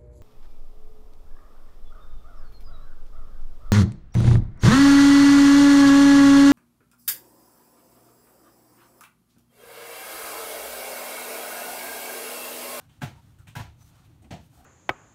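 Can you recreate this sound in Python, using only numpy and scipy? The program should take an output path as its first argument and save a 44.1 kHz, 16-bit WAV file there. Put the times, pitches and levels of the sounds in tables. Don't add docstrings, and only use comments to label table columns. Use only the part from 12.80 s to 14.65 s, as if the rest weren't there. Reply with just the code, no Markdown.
import sys
import numpy as np
from scipy import signal
from scipy.fft import rfft, irfft
from scipy.io import wavfile
from scipy.ndimage import uniform_filter1d

SR = 44100
rng = np.random.default_rng(int(sys.argv[2]) if len(sys.argv) > 2 else 0)


def materialize(psi):
    bounded = np.clip(np.atleast_2d(psi).T, -1, 1)
    quanta = np.round(bounded * 32767).astype(np.int16)
    wavfile.write(sys.argv[1], SR, quanta)


N = 81585
HIT_SAMPLES = round(0.6 * SR)


def amp(db):
    return 10 ** (np.asarray(db) / 20)


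def curve(points, hz):
    f, value = np.transpose(points)
    return np.interp(np.log(hz + 1), np.log(f), value)


def bell(hz, centre, octaves):
    return 1 / (1 + (np.log2((hz + 1e-9) / centre) / octaves) ** 2)


def unit_rms(x):
    return x / np.sqrt(np.mean(x ** 2) + 1e-20)


def eq(x, points):
    return irfft(rfft(x) * amp(curve(points, np.fft.rfftfreq(len(x), 1 / SR))), len(x))


def noise(colour, size, tilt_db=0, peak_hz=1000, peak_db=0, octaves=1):
    hz = np.fft.rfftfreq(size, 1 / SR)
    tilt = tilt_db * np.log2(np.maximum(hz, 700) / 700)
    gain = amp(curve(colour, hz) + tilt + peak_db * bell(hz, peak_hz, octaves))
    return unit_rms(irfft(gain * np.exp(2j * np.pi * rng.random(len(hz))), size))


def place(mix, start_s, sound):
    at = round(start_s * SR)
    sound = sound[max(-at, 0):]
    part = mix[max(at, 0):][:len(sound)]
    part += sound[:len(part)]


# f/Hz, level/dB
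RUMBLE_COLOUR = [(20, -26), (30, -25), (40, 1), (48, -12.5), (74, 3), (88, -3), (110, 3.5), (160, -4),
                 (210, -13), (290, -12.5), (400, -26), (700, -33.5), (2000, -43)]
HISS_COLOUR = [(100, -1.5), (800, -2), (1500, -5), (3000, -7.5), (6000, -15), (9000, -15.5), (11000, -18.5),
               (15500, -23)]
def room_tone():
    return amp(-55) * noise(RUMBLE_COLOUR, N) + amp(-70.5) * noise(HISS_COLOUR, N)


# f/Hz, t60/s
ROOM_DECAY = [(100, 0.3), (300, 0.28), (900, 0.27), (2000, 0.26), (4500, .3), (8000, .27), (15000, 0.24)]
def hit_in_room(burst, contact_s=0.0022, crack_s=0.0088, fill_s=0.0033):
    t = np.arange(len(burst)) / SR
    hz, spectrum = np.fft.rfftfreq(len(burst), 1 / SR), rfft(burst)
    centres, t60s = np.transpose(ROOM_DECAY)
    tail = 0
    for share, t60 in zip(np.eye(len(centres)), t60s):
        band = irfft(spectrum * curve(list(zip(centres, share)), hz), len(t))
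        tail += band * amp(-60 * t / t60)
    attack = 1 - np.exp(-t / contact_s)
    room_power = 1 - np.exp(-t / fill_s)
    crack_power = np.exp(-t / crack_s)
    return tail * attack * np.sqrt(room_power + crack_power)


# f/Hz, level/dB
SCUFF_SPECTRUM = [(100, 1.5), (480, -6.5), (780, 8.5), (1000, 3), (1350, 4), (2000, -5), (3500, -3),
                  (5000, -4), (8500, -7), (11000, -10), (15500, -11)]
# t/s, length/s, level/dB, tilt/(dB/oct), resonance/Hz, boost/dB, half-width/oct
SCUFF_CUES = [(-.05, .13, -62, -0.5, 1600, 11.5, 0.081), (0.077, 0.14, -68, 1, 3030, 5.5, 0.57),
              (0.343, 0.073, -59, -1.5, 917, 13, 0.089), (0.343, .26, -67.5, 0.5, 900, -1, .1),
              (0.581, 0.063, -66.5, -0.5, 1370, 13, 0.14), (0.965, 0.12, -62.5, 2.5, 6050, 12, 0.028),
              (1.002, 0.032, -62, -1, 6050, -4, 0.093), (1.038, 0.087, -60.5, 3, 6200, 0.5, .3),
              (1.079, .2, -62, -1, 800, -3, 0.13), (1.219, 0.18, -64, 0, 294, 28, 0.53),
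              (1.232, 0.051, -64, 2, 2880, 12, .4), (1.409, 0.091, -58, -22, 296, 21, 0.52),
              (1.579, 0.12, -65, 3, 3000, 5, .1), (1.688, 0.17, -62, 3.5, 8100, 2.5, .1),
              (1.733, 0.15, -62, -3, 720, 8, 0.13), (1.69, 0.2, -60.5, -3, 271, 24.5, 0.73)]
def scuff(length_s, db, tilt_db, peak_hz, peak_db, octaves):
    t = np.arange(HIT_SAMPLES) / SR
    flutter_db = unit_rms(uniform_filter1d(rng.standard_normal(len(t)), size=300))
    rub = noise(SCUFF_SPECTRUM, len(t), tilt_db, peak_hz, peak_db, octaves)
    swell = np.sin(np.pi * np.minimum(t / length_s, 1))
    return amp(db) * swell * unit_rms(rub * amp(-flutter_db))


# f/Hz, level/dB
TAP_SPECTRUM = [(30, -40), (150, -6), (400, -9.5), (850, 2), (1800, 0.5), (3000, -1), (4800, -8),
                (8500, -4.5), (11000, -13.5), (15500, -11)]
# t/s, level/dB, tilt/(dB/oct), resonance/Hz, boost/dB, extra damping/(dB/s)
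TAP_CUES = [(.091, -62.5, -0.5, 3120, 10.5, 10), (0.2092, -52.5, -0.5, 1420, 13, 30),
            (.585, -59.5, 3.5, 1440, 19, 30), (0.6682, -51.5, -1.5, 2500, 9, 32),
            (.675, -52, 0.9, 3500, 6, 34), (1.421, -63, 2, 8700, 5.5, 44),
            (1.4429, -58, -3, 2780, 7.5, 352), (1.842, -55.5, 5.5, 750, 11, 30)]
def tap(db, tilt_db, peak_hz, peak_db, damping):
    t = np.arange(HIT_SAMPLES) / SR
    burst = noise(TAP_SPECTRUM, len(t), tilt_db, peak_hz, peak_db, octaves=0.16)
    return amp(db - damping * t) * hit_in_room(burst)


# f/Hz, level/dB
BOOM_SPECTRUM = [(20, -60), (40, -36), (55, -15), (75, 4), (110, 3), (170, -9.5), (260, -11.5), (400, -17),
                 (2000, -83)]
# f/Hz, level/dB, t60/s
BOOM_MODES = [(74.2, -12, 0.45), (106.5, -11, 0.26), (238, -17.5, 0.26), (291.5, -27.5, 0.23),
              (335.6, -19, 0.32)]
# t/s, level/dB, f/Hz, rise/s
THUMP_CUES = [(0.216, -33.5, 241, 0.0067), (0.2267, -24, 134, 0.013), (0.7628, -28, 120, 0.0082),
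              (.788, -40, 247, 0.0086), (0.7983, -26.5, 109.4, 0.0099), (0.822, -61, 89.5, 0.0057),
              (1.507, -36, 276.3, 0.007), (1.5167, -30, 135, 0.0086), (0.591, -41, 98, 0.014),
              (0.681, -40.5, 125, 0.0065), (1.4415, -50, 229, 0.014)]
def thump(db, hz, rise_s, boom_db=-14.5, boom_t60=0.41):
    t = np.arange(HIT_SAMPLES) / SR
    u = t / rise_s
    pulse = (u * np.exp(1 - u)) ** 4.2
    swing = pulse * np.sin(2 * np.pi * hz * t)
    boom = noise(BOOM_SPECTRUM, len(t), peak_hz=hz, peak_db=6) * amp(boom_db - 60 * t / boom_t60)
    for f, level, t60 in BOOM_MODES:
        boom += bell(f, hz, octaves=1) * amp(level - 60 * t / t60) * np.sin(2 * np.pi * f * t)
    bloom = 1 - np.exp(-(u / 2) ** 2)
    return amp(db) * (swing + boom * bloom)


# f/Hz, level/dB, t60/s
BOARD_MODES = [(605, 0, 0.23), (687.3, 1.5, .25), (726.4, 6, 0.18), (740, 0.5, 0.11), (847.5, 4.5, 0.22),
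               (901.7, -1.5, 0.32), (974, -0.5, 0.28), (988, -3, 0.26), (1127, -2, 0.1), (1370, -9, 0.3),
               (1508, -8.5, 0.18), (1520, -15, 0.095), (1635, -3.5, 0.14), (2195, -4, 0.35)]
def board_ring(t, centre_hz, attack_s=0.00067):
    hz, level, t60 = np.transpose(BOARD_MODES)[:, :, None]
    share = amp(level) * bell(hz, centre_hz, octaves=0.3)
    modes = amp(-60 * t / t60) * np.sin(2 * np.pi * (hz * t + rng.random(hz.shape)))
    ring = np.sqrt(2) * (share * modes).sum(0) / np.linalg.norm(share)
    return ring * (1 - np.exp(-t / attack_s))


# f/Hz, level/dB
KNOCK_SPECTRUM = [(20, -30), (60, -5), (150, 10), (260, 3), (430, -8), (750, -3), (1100, -7), (1600, -3),
                  (2500, -6), (3600, -9.5), (5000, -13.5), (7000, -16), (10000, -21), (15500, -22)]
# t/s, crack level/dB, body/dB, hollow/dB, clack/dB, top/dB, ring level/dB, ring centre/Hz
KNOCK_CUES = [(0.2165, -35, -1, 0, 2.5, -0.5, -37, 1540), (0.2267, -36.5, 4, 4, -1.5, -0.5, -38.5, 740),
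              (0.7517, -38, -0.5, 3, 2.5, 3, -39.5, 1520), (.7615, -36, -7, -1.5, -8.5, 0.5, -38, 910),
              (0.7926, -39, -8, 6, 1, -4, -42.5, 960), (1.5064, -38.5, 4.5, 2, -2, -8.5, -43.5, 706),
              (1.5186, -43.5, 9, 11.5, -6, -5, -39, 680)]
def knock(db, body_db, hollow_db, clack_db, top_db, ring_db, ring_hz):
    t = np.arange(HIT_SAMPLES) / SR
    colour = [(264, body_db), (740, hollow_db), (1510, clack_db), (2600, 0), (7500, 0), (10800, top_db)]
    crack = hit_in_room(eq(noise(KNOCK_SPECTRUM, len(t)), colour))
    return amp(db) * crack + amp(ring_db) * board_ring(t, ring_hz)


def scene():
    mix = room_tone()
    for source, cues in (knock, KNOCK_CUES), (thump, THUMP_CUES), (tap, TAP_CUES), (scuff, SCUFF_CUES):
        for start_s, *settings in cues:
            place(mix, start_s, source(*settings))
    return mix[None]


# f/Hz, gain/dB
MIC_EQ = [(20, -16), (36, -0.5), (60, -0.5), (4300, -1.5), (4900, -4), (6000, -1), (7200, -2), (7700, -3),
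          (8400, -1), (9400, -1.5), (10400, -3.5), (11500, -1.5), (13000, -1), (15500, -4.5)]
def record(dry):
    high_cut = signal.firwin(511, cutoff=15780, window=("kaiser", 9), fs=SR)
    return signal.oaconvolve(eq(dry[0], MIC_EQ), high_cut, "same")[None]


dry = scene()
out = record(dry)
materialize(out)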